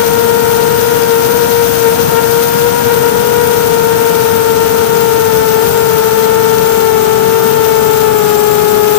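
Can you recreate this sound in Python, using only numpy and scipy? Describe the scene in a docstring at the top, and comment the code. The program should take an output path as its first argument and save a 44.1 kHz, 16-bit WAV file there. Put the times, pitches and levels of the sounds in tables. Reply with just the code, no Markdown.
"""A rough, beating rotor buzz throughout: a quadcopter whose four two-blade rotors slowly ease off.
The left port, fixed to the frame, sits in the wash of the near rotors: each blade slaps it with a
saw-shaped pressure wave and bursts of rasp and hiss, over a bed of rumble.
The sheltered right port hears the shaking, rattling frame and the rush of the blades.
Motor whine reaches both ports."""
import sys
import numpy as np
from scipy.fft import rfft, irfft
from scipy.io import wavfile

SR = 44100
rng = np.random.default_rng(int(sys.argv[2]) if len(sys.argv) > 2 else 0)


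def output_pcm(signal):
    """Save a mono or channel-first signal as 16-bit PCM at the path in sys.argv[1].

    Samples are clipped to [-1, 1] before scaling.
    """
    pcm = np.clip(np.atleast_2d(signal).T, -1, 1) * 32767
    wavfile.write(sys.argv[1], SR, np.round(pcm).astype(np.int16))


N = 396018

# Speed of the near rotors, as the autopilot trims them: (time [s], blade rate [passes per s])
FIRST_ROTOR_SPEED = [(0.0, 468.1), (0.57, 466.2), (0.94, 471.9), (1.18, 460.4), (1.34, 474.4),
                     (1.91, 459.9), (2.0, 470.7), (2.1, 460.6), (2.77, 473.9), (3.01, 469.8), (3.44, 475.8),
                     (3.87, 459.6), (3.95, 463.1), (4.56, 454.5), (4.99, 461.7), (5.39, 444.8),
                     (5.6, 445.4), (5.68, 463.8), (5.99, 445.5), (6.76, 450.4), (6.98, 440.0),
                     (7.21, 441.1), (7.35, 451.0), (8.08, 436.8), (8.27, 423.5), (8.98, 424.5)]
SECOND_ROTOR_SPEED = [(0.0, 454.7), (0.61, 439.2), (1.19, 458.7), (1.24, 449.3), (1.64, 470.8),
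                      (1.88, 455.7), (2.25, 462.8), (2.35, 460.1), (2.73, 480.5), (2.99, 444.3),
                      (3.35, 426.3), (3.45, 446.6), (3.72, 433.1), (3.73, 444.8), (4.89, 432.1),
                      (4.92, 417.6), (5.39, 442.0), (5.68, 411.0), (6.03, 432.0), (6.63, 425.0),
                      (6.84, 403.1), (7.37, 400.7), (7.56, 419.9), (8.25, 405.4), (8.74, 389.6),
                      (8.98, 404.5)]
# Speed the far pair follows: (share of first rotor in a near-pair mix [0-1], added rate [passes per s])
FAR_ROTOR_SPEED = [(.4, 62.3), (.65, 66)]
# Pockets of rough air: (middle [s], half length [s], added blade flutter [rad])
ROUGH_AIR_POCKETS = [(2.05, 0.29, 0.23), (3.0, 0.26, .17), (4.82, 0.16, 0.17), (5.68, .07, 0.2)]
# Pressure wave of a blade, before load and gusts:
# (multiple of blade rate, first rotor level [dB], second rotor level [dB])
BLADE_HARMONICS = [(1, -8.7, -19.2), (2, -17.1, -30), (3, -24, -39), (4, -32, -50), (5, -40, -54),
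                   (6, -43, -58)]
# Noise colours of the wash, before their level changes: (frequency [Hz], level [dB per Hz])
RUMBLE_SPECTRUM = [(20, -66), (38, -79), (60, -51), (90, -44.5), (130, -40), (190, -40), (330, -46),
                   (580, -49.5), (800, -50.5), (1100, -54), (1500, -53.5), (2200, -63.5), (5000, -68.5)]
RASP_SPECTRUM = [(500, -73.5), (1500, -62.5), (2500, -62), (4000, -62), (5300, -62.5), (6200, -57.5),
                 (6900, -65), (9000, -67), (14000, -76)]
HISS_SPECTRUM = [(2000, -73.5), (5000, -65.5), (8000, -75), (10500, -64), (12000, -63), (13200, -56.5),
                 (14400, -53.5), (15500, -51.5)]
# Level curve of the hiss, around its base gain: (time [s], level [dB])
HISS_CURVE = [(0.1, 0), (0.6, 0.5), (1.7, 1), (2.4, 2.5), (2.8, 0.5), (4.2, 0.5), (4.65, -1), (5.7, 1.7),
              (6.3, -0.2), (7.15, -2.3), (7.5, -0.2), (8.9, 0.5)]
# Shaking of the frame, before resonance, waver and port level:
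# (multiple of shaft rate, rotor one [dB], rotor two [dB], rotor three [dB], rotor four [dB])
SHAFT_HARMONICS = [(1, -37, -46, -38.5, -52), (2, -20.2, -25, -27.5, -36), (3, -34, -37, -39.5, -48),
                   (4, -44, -38, -37.5, -46), (5, -49, -48, -38, -42), (6, -35, -35, -34, -40),
                   (7, -47, -43, -53, -53), (8, -54, -50, -54, -57), (10, -54, -49, -55, -57)]
# Lag of each rotor's blade tone at the sheltered port behind the open one: one value per rotor [rad]
SHELTERED_LAG = [2.2, 0.6, -2, 4.5]
# Sum tones of the rattling frame:
# (near rotor [0 or 1], multiple of third shaft added to its blade rate, level [dB])
RATTLE_TONES = [(1, 2, -40), (0, 3, -35), (1, 3, -39), (0, 4, -33), (1, 4, -36)]
# Motor whine as the shell passes it, before each motor's trim:
# (frequency [Hz], open port level [dB], sheltered port level [dB])
SHELL_RESPONSE = [(7000, -42, -41), (7600, -34.5, -41), (7900, -41, -44), (8150, -40, -46),
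                  (8500, -37.5, -52), (9000, -42, -46), (9500, -36.5, -45), (10500, -45, -80),
                  (14300, -32.5, -75), (15500, -37, -80)]
# Trim of each motor: (whine gain [dB], octave gain [dB])
MOTOR_TRIMS = [(.5, -5), (-2.5, 6), (0, -7), (0, -7)]
# Rush of the blades at the sheltered port: (frequency [Hz], level [dB per Hz])
RUSH_SPECTRUM = [(20, -90), (90, -76), (140, -77), (250, -66), (330, -68), (580, -61), (700, -56),
                 (850, -62), (1100, -61), (1400, -54.5), (1900, -64), (2250, -61), (3500, -62), (4400, -72),
                 (5300, -72), (6000, -67), (6800, -76), (7700, -70), (9300, -82), (10200, -112)]

# Random movements below are given as spreads; their pace is the argument of drift().
HUNT_HZ, HUNT_PACE = 1.5, 2   # far rotors stray from their speed [blade passes per s, Hz]
WOBBLE_RAD, WOBBLE_PACE = 0.13, 8   # quick small speed corrections of every rotor [rad, Hz]
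CALM_FLUTTER_RAD = 0.084
LOAD_DB = 0.95   # first rotor's wave at mean speed
# Level changes per blade pass per second that the near pair runs above its mean speed
LOAD_DB_PER_HZ, RASP_DB_PER_HZ, RUMBLE_DB_PER_HZ = -0.0325, 0.05, 0.0284
HISS_DB = 0.5   # base gain, to which the curve and flicker are added
FRAME_HZ, FRAME_WIDTH_HZ = 460, 115   # main resonance of the frame
SHAKE_STRAY_RAD = 0.4   # the loose frame follows the shafts unevenly
COGS_PER_TURN = 36
HIGH_CUT_HZ = 15500


def from_db(db):
    """Turn decibels into an amplitude factor."""
    return 10 ** (np.asarray(db) / 20)


def in_time(rows):
    """Read a two-column curve table, giving one value per sample."""
    seconds, values = np.transpose(rows)
    return np.interp(np.arange(N) / SR, seconds, values)


def at_hz(points, hz, column=1):
    """Read one level column of a spectrum table on a log-frequency axis."""
    points = np.array(points)
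    return np.interp(np.log(np.maximum(hz, 1)), np.log(points[:, 0]), points[:, column])


def bin_hz():
    """Frequency of each spectrum bin."""
    return np.arange(N // 2 + 1) * SR / N


def drift(pace_hz):
    """Smooth random movement with a spread of 1, made by low-passing white noise."""
    spectrum = rfft(rng.standard_normal(N))
    slow = irfft(spectrum / (1 + (bin_hz() / pace_hz) ** 2), N)
    return slow / slow.std()


def noise(spectrum, gate=1):
    """White noise, chopped by a gate brought to unit power, then coloured."""
    unit_gate = gate / np.sqrt(np.mean(np.square(gate)))
    white = rng.standard_normal(N) * unit_gate
    colour = from_db(at_hz(spectrum, bin_hz()))
    return irfft(rfft(white) * colour, N) * np.sqrt(SR / 2)


def tone(db, angle):
    """A sine of the given rms level."""
    return np.sqrt(2) * from_db(db) * np.sin(angle)


def rotor_rates():
    """Blade passes per second of all four rotors: the far pair follows a mix of the near pair."""
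    first, second = in_time(FIRST_ROTOR_SPEED), in_time(SECOND_ROTOR_SPEED)
    rates = [first, second]
    for share, extra in FAR_ROTOR_SPEED:
        followed = share * first + (1 - share) * second
        rates.append(followed + extra + HUNT_HZ * drift(HUNT_PACE))
    return rates


def rough_air():
    """Blade flutter in radians: slight in calm air, swelling and fading in each gust."""
    t = np.arange(N) / SR
    flutter = CALM_FLUTTER_RAD
    for middle, half, strength in ROUGH_AIR_POCKETS:
        flutter = flutter + strength * np.exp(-((t - middle) / half) ** 2)
    return flutter


def blade_angles(rates, flutter):
    """One cycle per blade pass; every rotor wobbles in speed and flutters in the rough air."""
    angles = []
    for rate in rates:
        steady = 2 * np.pi * np.cumsum(rate) / SR
        wobble = WOBBLE_RAD * drift(WOBBLE_PACE)
        angles.append(steady + wobble + flutter * drift(21))
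    return angles


def blade_wave(angles, load_db, unsteady_db):
    """Pressure builds as a near blade comes and drops as it passes; gusts vary the drop's sharpness."""
    wave = np.zeros(N)
    for rotor, rotor_db in enumerate([load_db, 0]):
        gust_db = unsteady_db * drift(16)
        for multiple, *levels in BLADE_HARMONICS:
            # Higher harmonics swing further, so the edge sharpens and softens
            level_db = levels[rotor] + rotor_db + gust_db * np.sqrt(multiple)
            wave -= tone(level_db, multiple * angles[rotor])
    return wave


def slaps(angle, level_db, uneven_db, top_harmonic=16):
    """The nearest blade ends its wave in a sharp edge, of uneven strength: equal upper harmonics."""
    edge = np.zeros(N)
    for multiple in range(len(BLADE_HARMONICS) + 1, top_harmonic + 1):
        edge -= tone(level_db, multiple * angle)
    return edge * from_db(uneven_db * np.minimum(drift(200), 2))


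def bursts(angles, second_share, depth, sharpness, lead, uneven_db):
    """Turbulence hits the port with each blade, hardest when both near rotors pass together."""
    push = np.cos(angles[0] + lead) + second_share * np.cos(angles[1] + lead)
    push = np.maximum(push, 0)
    return np.sqrt(1 + depth * push ** sharpness) * from_db(uneven_db * drift(360))


def wash(angles, flutter, throttle_hz, rumble_db_per_radian, flicker_db, swell_db):
    """Air thrown at the open port: rumble, rasp and hiss, the latter two chopped by the blades."""
    flicker = flicker_db * drift(16) + swell_db * drift(2.7)
    wide = bursts(angles, second_share=0.3, depth=1.9, sharpness=3.5, lead=0, uneven_db=1.7)
    narrow = bursts(angles, second_share=0.3, depth=2.4, sharpness=4.2, lead=-0.1, uneven_db=1.9)
    gust_db = rumble_db_per_radian * (flutter - flutter.mean())
    rumble = from_db(RUMBLE_DB_PER_HZ * throttle_hz + gust_db) * noise(RUMBLE_SPECTRUM)
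    rasp = from_db(RASP_DB_PER_HZ * throttle_hz + flicker) * noise(RASP_SPECTRUM, wide)
    hiss = from_db(HISS_DB + in_time(HISS_CURVE) + flicker) * noise(HISS_SPECTRUM, narrow)
    return rumble + rasp + hiss


def frame(rates, angles, waver_db, open_port_db):
    """Unbalanced shafts shake the frame at their multiples; the blade tone swells near its resonance."""
    ports = np.zeros((2, N))
    for rotor, (rate, angle) in enumerate(zip(rates, angles)):
        resonance_db = -10 * np.log10(1 + (2 * (rate - FRAME_HZ) / FRAME_WIDTH_HZ) ** 2)
        # Alternate multiples share one of two wavers and strays
        wavers = [from_db(waver_db * drift(4)) for _ in range(2)]
        strays = [SHAKE_STRAY_RAD * drift(14) for _ in range(2)]
        for n, (multiple, *levels) in enumerate(SHAFT_HARMONICS):
            if round(multiple) == 2:   # blade tone, two blades a turn: sheltered port only
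                ports[1] -= tone(levels[rotor] + resonance_db, angle - SHELTERED_LAG[rotor])
                continue
            start = rng.uniform(0, 2 * np.pi)
            shaft_angle = round(multiple) * angle / 2 + strays[n % 2] + start
            shake = wavers[n % 2] * tone(levels[rotor], shaft_angle)
            direction = (-1) ** (n + rotor)   # ports move with or against each other
            ports[0] += direction * from_db(open_port_db) * shake
            ports[1] += shake
    return ports


def rattle(angles):
    """Play in the frame lets the near blades modulate the third rotor's shaking into sum tones."""
    total = np.zeros(N)
    for near, multiple, db in RATTLE_TONES:
        total += tone(db, angles[round(near)] + round(multiple) * angles[2] / 2)
    return total


def motors(rates, angles, jitter, waver_db):
    """Magnets snap past the stator teeth 36 times a turn: a rough whine and its octave."""
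    ports = np.zeros((2, N))
    for rate, angle, (whine_db, octave_db) in zip(rates, angles, MOTOR_TRIMS):
        cog_hz = rate * COGS_PER_TURN / 2   # two blade passes a turn
        waver = waver_db * drift(25)
        cog_angles = [angle * COGS_PER_TURN / 2 + jitter * drift(70) for _ in range(2)]
        for port, cog_angle in enumerate(cog_angles):
            shell_db = at_hz(SHELL_RESPONSE, cog_hz, column=port + 1)
            ports[port] += tone(shell_db + waver + whine_db, cog_angle)
        # Only the open port hears the octave
        shell_db = at_hz(SHELL_RESPONSE, 2 * cog_hz)
        ports[0] += tone(shell_db + waver + octave_db, 2 * cog_angles[0])
    return ports


def rush():
    """The rush of the blades at the sheltered port is steady coloured noise."""
    return noise(RUSH_SPECTRUM)


def scene():
    """Mix the open port on the left and the sheltered port on the right."""
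    rates, flutter = rotor_rates(), rough_air()
    angles = blade_angles(rates, flutter)
    near_speed = (rates[0] + rates[1]) / 2
    throttle_hz = near_speed - near_speed.mean()
    load_db = LOAD_DB + LOAD_DB_PER_HZ * throttle_hz
    blades = blade_wave(angles, load_db, unsteady_db=6.9 * flutter)
    edges = slaps(angles[0], level_db=-44.5, uneven_db=3)
    air = wash(angles, flutter, throttle_hz, rumble_db_per_radian=4, flicker_db=1.03, swell_db=0.37)
    shaking = frame(rates, angles, waver_db=1.5, open_port_db=-8)
    whine = motors(rates, angles, jitter=0.45, waver_db=2.8)
    open_port = blades + edges + air
    sheltered_port = rattle(angles) + rush()
    return np.array([open_port, sheltered_port]) + shaking + whine


def record(dry):
    """Overload rounds the highest peaks; then the deepest bass and the top are cut."""
    rounded = dry / (1 + (dry / 0.98) ** 8) ** (1 / 8)
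    hz = bin_hz()
    low_cut = hz ** 2 / np.sqrt(hz ** 4 + 33 ** 4)   # corner at 33 Hz
    high_cut = np.clip((HIGH_CUT_HZ - hz) / 100 + 0.5, 0, 1)   # 100 Hz wide slope
    return irfft(rfft(rounded) * low_cut * high_cut, N)


dry = scene()
out = record(dry)
output_pcm(out)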